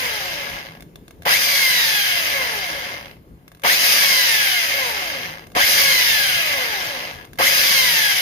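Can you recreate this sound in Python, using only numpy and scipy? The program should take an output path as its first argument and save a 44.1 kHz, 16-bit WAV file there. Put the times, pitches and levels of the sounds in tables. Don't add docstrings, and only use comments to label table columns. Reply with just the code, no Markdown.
import sys
import numpy as np
from scipy import signal
from scipy.fft import rfft, irfft, next_fast_len
from scipy.io import wavfile
from scipy.ndimage import uniform_filter1d, map_coordinates

SR = 44100
rng = np.random.default_rng(int(sys.argv[2]) if len(sys.argv) > 2 else 0)


def put_to_file(sound):
    columns = np.atleast_2d(sound).T
    safe = np.clip(columns, -1, 1)
    whole_steps = np.round(safe * 32767)
    wavfile.write(sys.argv[1], SR, whole_steps.astype(np.int16))


N = 362061
TEETH, MAINS_HZ, TOP_HZ = 6, 50, 15750

# start, release and motor at rest in seconds; relative levels of the starting
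# jolt and the rasp in dB; dip as the gears go slack in dB; recovery time in seconds.
PULLS = [(1.253, 1.388, 3.195, -31.5, -17.5, -3.5, 0.24), (3.636, 3.788, 5.5, -27.5, -17, -4, 0.035),
         (5.551, 5.682, 7.31, -31.5, -17, -2, 0.031), (7.387, 7.528, 9.17, -25.5, -17, -2.5, 0.057)]


def amp(db):
    return 10 ** (np.asarray(db) / 20)


def unit(x):
    return x / np.sqrt(np.mean(x ** 2) + 1e-20)


def along(points, hz, column=1):
    table = np.array(points, float)
    return np.interp(np.log(hz + 1), np.log(table[:, 0] + 1), table[:, column])


def wobble(rate):
    return map_coordinates(rng.standard_normal(int(N * rate / SR) + 4), [np.arange(N) * rate / SR])


def filtered(x, response):
    size = next_fast_len(N + SR // 2)
    return irfft(rfft(x, size) * response(np.fft.rfftfreq(size, 1 / SR)), size)[..., :N]


def patchy(channels, depth_db):
    spectra = signal.stft(rng.standard_normal((channels, N)), nperseg=512)[2]
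    field = uniform_filter1d(uniform_filter1d(rng.standard_normal(spectra.shape[1:]), 6, 0), 8, 1)
    return unit(signal.istft(spectra * amp(depth_db * unit(field)), nperseg=512)[1][:, :N])


def motor():
    # time in seconds, mesh frequency in Hz.
    coasts = [
        [(0, 525), (.17, 420), (.45, 252)],
        [(1.42, 1212), (1.84, 923), (2.24, 636), (2.63, 372), (2.85, 228)],
        [(3.85, 1276), (4.17, 1025), (4.6, 686), (4.97, 410), (5.17, 264)],
        [(5.7, 1230), (6.1, 912), (6.41, 657), (6.74, 414), (6.97, 250)],
        [(7.54, 1262), (7.73, 1104), (7.95, 923), (8.21, 708)],
    ]
    t = np.arange(N) / SR
    knots = list(coasts[0]) + [(.84, 0)]
    for (on, off, rest, *_), coast in zip(PULLS, coasts[1:]):
        (t0, hz0), (t1, hz1) = coast[:2]
        release_hz = hz0 + (hz1 - hz0) / (t1 - t0) * (off - t0)
        knots += [(on, 0), (off, release_hz)] + list(coast) + [(rest, 0)]
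    mesh = np.interp(t, *np.transpose(knots))
    progress, torque = np.zeros((2, N))
    for on, off, *_ in PULLS:
        up = (t >= on) & (t < off)
        rise = 1 - np.exp(-(t[up] - on + .002) / .08)
        mesh[up] = mesh[round(off * SR) + 1] * rise / rise[-1]
        progress[up] = (t[up] - on) / (off - on)
        beat = np.cos(4 * np.pi * MAINS_HZ * (t[up] - off + .007))
        torque[up] = (1 + np.sqrt(progress[up]) * beat) * np.clip(progress[up] / .08, 0, 1)
    return mesh, progress, uniform_filter1d(torque, size=60)


def excitation(mesh, slack_s=.044, handover_s=.027):
    # time since the pull in seconds, rasp in dB re its level, hiss and drone in dB re rasp.
    spin_up = [(0.003, -17.5, -7.5, 1), (0.014, -5, -11, 2), (0.04, -0.6, -9.5, -10),
               (0.09, 1.1, -6.5, -16), (0.14, 1.4, -8.5, -14)]
    # mesh frequency of the coast in Hz, then the same three gains in dB.
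    slowing = [(0, -55.5, 0, 10), (49, -33, -10.5, 1), (179, -15.5, -13.5, -4.5), (330, -10.5, -12, -10),
               (517, -7, -10, -10), (708, -4, -9, -18), (902, -1.5, -8, -18), (1250, 1.14, -7, -16)]
    t = np.arange(N) / SR
    hz, *by_speed = np.transpose(slowing)
    after, *by_time = np.transpose(spin_up)
    db = np.array([np.interp(mesh, hz, column) for column in by_speed])
    level_db, jolts = np.full(N, -18.), np.zeros((3, N))
    for on, off, _, jolt_db, run_db, slack_db, recover_s in PULLS:
        started = t >= on
        driven = started * np.clip(1 + (off - t) / handover_s, 0, 1)
        driven_db = np.array([np.interp(t - on, after, column) for column in by_time])
        db += driven * (driven_db - db)
        slack = np.exp(-np.where(t < off, ((off - t) / slack_s) ** 4, (t - off) / recover_s))
        level_db[started] = run_db + slack_db * slack[started]
        jolts += started * amp(jolt_db - 60 * np.abs(t - on) / .081 + np.array([[0], [-8], [-8]]))
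    rasp_db = level_db + db[0]
    return amp([rasp_db, rasp_db + db[1], rasp_db + db[2]]) + jolts


def shaft_order(multiple, turns):
    return np.sin(2 * np.pi * (multiple * turns + rng.random()))


def tilt_db(mesh):
    return -.9 * np.log(np.minimum(mesh / 1050, 1) + .01) ** 2


def gear_whine(mesh, turns, clearest_hz=850):
    # multiple of the shaft speed, relative level in dB.
    orders = [(1, -17), (3, -24), (6, -14), (9, -23), (12, -13), (18, -16), (22, -20), (24, -12.5),
              (25, -21), (27, -22), (28, -19), (30, -20), (31, -21), (34, -22), (36, -20), (43, -21)]
    tilt = tilt_db(mesh)
    cover_db = -20 * np.log(np.maximum(mesh / clearest_hz, 1)) ** 2
    return amp(cover_db) * sum(amp(db + max(k - 12, 2) * tilt + 2 * wobble(18)) * shaft_order(k, turns)
                               for k, db in orders)


def backlash(mesh, turns, coasting, knocks_per_turn=6):
    beats = knocks_per_turn * turns
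    since_s = (beats % 1) * TEETH / knocks_per_turn / (mesh + 1)
    strength = amp(3 * rng.standard_normal(int(beats[-1]) + 2))[beats.astype(int)]
    knocks = 1 + 4 * strength * np.exp(-since_s / .0015) * np.exp(-mesh / 200) * coasting
    grit = knocks * amp(.83 * wobble(600) + .61 * wobble(40))
    return grit / np.sqrt(uniform_filter1d(grit ** 2, size=4000))


def case_resonance_db(hz):
    # centre in Hz, bandwidth in Hz, peak height in dB.
    modes = [(547, 60, 8), (720, 40, 3), (1670, 110, 3.5), (2090, 150, 6), (3130, 130, 4), (4850, 300, 2.5)]
    return sum(db / (1 + (2 * (hz - centre) / width) ** 2) for centre, width, db in modes)


def path_phase(hz, ear):
    # frequency in Hz, phase lag in radians.
    lags = [(0, 0), (500, .4), (1000, 2.1), (1460, 3), (2670, 9.5), (4820, 18.8), (8000, 31)]
    return np.exp(-1j * ear * np.interp(hz, *np.transpose(lags)))


def case_radiation(shake, sway, mesh, ear):
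    # frequency in Hz, relative gain in dB.
    left = [(100, -20.5), (400, -17.5), (550, -12.5), (800, -10.5), (1100, -9), (1350, -10.5), (1680, -0.5),
            (1900, -8), (2150, -4), (2500, -3), (3100, -5), (4000, -15), (4900, -3.5), (6500, -8.5),
            (7500, -27.5)]
    right = [(100, -24), (400, -19.5), (550, -16), (800, -10.5), (1100, -10.5), (1500, -10), (1850, -4.5),
             (2120, -1), (2400, -6.5), (2700, 0), (3150, -6), (4150, -3), (5000, -9.5), (6500, -11.5),
             (7500, -37.5)]
    colour = lambda hz: unit(amp(along((left, right)[ear], hz) + case_resonance_db(hz) - 60 * (hz > 8000)))
    low = lambda hz: 1 / (1 + (hz / 1300) ** 8)
    high = lambda hz: 1 - 1 / (1 + (hz / 3800) ** 6)
    bright = ((mesh + 150) / 950) ** .34
    middle = filtered(shake / bright, lambda hz: colour(hz) * (1 - low(hz)) * (1 - high(hz)))
    treble = filtered(shake * bright, lambda hz: colour(hz) * high(hz))
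    bass = filtered(sway, lambda hz: colour(hz) * low(hz))
    return .83 * (middle + treble) + amp(12) * bass


def fan_tones(mesh, turns):
    # multiple of the shaft speed, level in dB re the hiss.
    orders = [(48, -18), (72, -20)]
    tilt = tilt_db(mesh)
    return sum(amp(db + k * tilt / 2 + 3 * wobble(18)) * shaft_order(k, turns) for k, db in orders)


def fan_hiss(gain, grit, tones, ear):
    # frequency in Hz, relative gain to the left and to the right in dB.
    spectrum = [(6780, -25, -21.5), (7200, -18, -1), (9620, -1, -6.5), (10700, 1, -1.5), (12800, 3, -2),
                (13940, 4.5, -6), (16300, -19, -3.5)]
    air = (patchy(channels=1, depth_db=3)[0] * grit ** .37 + tones) * gain
    stopband = lambda hz: (hz < 6500) | (hz > TOP_HZ)
    return filtered(air, lambda hz: unit(amp(along(spectrum, hz, column=ear + 1) - 60 * stopband(hz))))


def drill():
    mesh, progress, torque = motor()
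    rasp, hiss, drone = excitation(mesh)
    turns = np.cumsum(mesh / TEETH) / SR
    coasting = progress == 0
    whine = coasting * gear_whine(mesh, turns)
    howl = armature_howl(turns, progress, torque)
    tones = coasting * fan_tones(mesh, turns)
    grit = backlash(mesh, turns, coasting)
    common, *own = patchy(channels=3, depth_db=1.01) * grit
    out = []
    for ear, gain_db in enumerate((3.2, 2.4)):
        coherent = lambda share: filtered(whine + np.sqrt(share) * common, lambda hz: path_phase(hz, ear))
        shake, sway = (coherent(share) + np.sqrt(1 - share) * own[ear] for share in (.35, .8))
        gears = case_radiation(shake * rasp, sway * drone, mesh, ear)
        fan = amp(.45) * fan_hiss(hiss, grit, tones, ear)
        out.append(amp(gain_db) * (gears + howl[ear] + fan))
    return np.array(out)


def room_hum():
    # time in seconds, relative rumble level in dB.
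    swell = [(0.0, -49), (0.4, -39.5), (1.5, -42), (2.0, -46), (3.15, -41), (3.6, -48.5), (4.6, -56.5),
             (5.5, -37.5), (6.7, -48), (7.3, -38), (8.21, -47.5)]
    # frequency in Hz, relative spectral density in dB.
    spectrum = [(15, -34), (25, 9.5), (69, -3.5), (164, -8), (313, -13), (430, -14), (560, -21),
                (850, -34.5), (1380, -38), (6730, -43), (7910, -43), (9050, -47.5), (15500, -40.5)]
    # frequency in Hz, left-right correlation before the right channel is inverted.
    correlation = [(60, 0.79), (200, 0.93), (600, 0.55), (1300, 0.051)]
    # frequency of a tone in Hz, relative level in dB.
    drones = [(86, -61), (162, -53), (300, -66)]
    t = np.arange(N) / SR
    angle = lambda hz: np.arccos(np.clip(along(correlation, hz), -1, 1)) / 2
    response = lambda hz: amp(along(spectrum, hz)) * [np.cos(angle(hz)), np.sin(angle(hz))]
    mid, side = filtered(patchy(channels=2, depth_db=-2.5), response)
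    rumble = amp(np.interp(t, *np.transpose(swell))) * unit(np.array([mid + side, mid - side]))
    tones = sum(amp(db + 2.8 * wobble(6.2)) * np.sin(2 * np.pi * hz * t + 1.7 * wobble(6.3))
                for hz, db in drones)
    return (rumble + tones) * amp([[.7], [-.7]])


def trigger_ticks(right_lag_samples=17):
    # start in seconds, relative level in dB.
    ticks = [(.806, -29), (.823, -27.5), (.957, -27.5), (1.08, -31), (1.108, -30.5), (1.221, -28),
             (1.232, -32), (3.479, -30), (3.517, -32.5), (3.548, -33.5), (3.571, -41), (3.596, -36),
             (3.619, -30.5), (5.469, -30), (5.501, -38), (5.518, -32), (7.194, -47.5), (7.209, -38),
             (7.25, -28), (7.31, -47), (7.332, -27), (7.356, -36), (7.375, -33)]
    # mode frequency in Hz, relative level in dB, time to decay by 60 dB in seconds.
    modes = [(680, -2, .022), (1150, -4, .015), (1630, -1, .016), (2150, -3, .015), (2700, -5, .015),
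             (3550, -4, .015), (4100, -8, .012), (5400, -10, .01)]
    out, t = np.zeros((2, N + SR)), np.arange(SR // 10) / SR
    attack = 1 - np.exp(-t / .00047)
    for start, db in ticks:
        for ear in range(2):
            ring = sum(amp(level + rng.normal(0, 3) - 60 * t / t60)
                       * np.sin(2 * np.pi * (hz * t + rng.random())) for hz, level, t60 in modes)
            crack = .9 * amp(-60 * t / .03) * rng.standard_normal(len(t))
            first = round(start * SR) + ear * right_lag_samples
            out[ear, first:first + len(t)] += amp(db - 8) * (ring + crack) * attack
    return out[:, :N]


def armature_howl(turns, progress, torque, cutoff_hz=480):
    # multiple of the shaft speed, relative level in dB at the start and at the release.
    orders = [(12, -23, -28), (18, -32, -38), (24, -27, -35), (36, -31, -38)]
    howl = torque * sum(amp(start + (end - start) * progress ** 2 + 2.5 * wobble(60))
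                        * shaft_order(k, turns) for k, start, end in orders)
    radiation = lambda hz: amp(case_resonance_db(hz)) * hz ** 4 / (hz ** 4 + cutoff_hz ** 4)
    return [filtered(howl, lambda hz: path_phase(hz, ear) * radiation(hz)) for ear in range(2)]


def walls(x, t60):
    t = np.arange(SR // 3) / SR
    tail = rng.standard_normal((2, len(t))) * amp(-60 * t / t60) * (t > .004)
    return signal.fftconvolve(x, tail / np.linalg.norm(tail[0]), axes=1)[:, :N]


def scene():
    tool = drill() + trigger_ticks()
    return tool + amp(-12) * walls(tool, t60=.31) + room_hum()


def record(dry):
    # centre in Hz, width in Hz, gain in dB.
    notch = (7875, 444, -14)
    centre, width, db = notch
    ports = lambda hz: amp(db * np.exp(-((hz - centre) / width) ** 2))
    bass_cut = lambda hz: hz ** 4 / (hz ** 4 + 55.0 ** 4)
    top_cut = lambda hz: np.clip((TOP_HZ - hz) / 350, 0, 1) ** 2
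    return np.clip(filtered(dry, lambda hz: ports(hz) * bass_cut(hz) * top_cut(hz)), -1, 1)


dry = scene()
out = record(dry)
put_to_file(out)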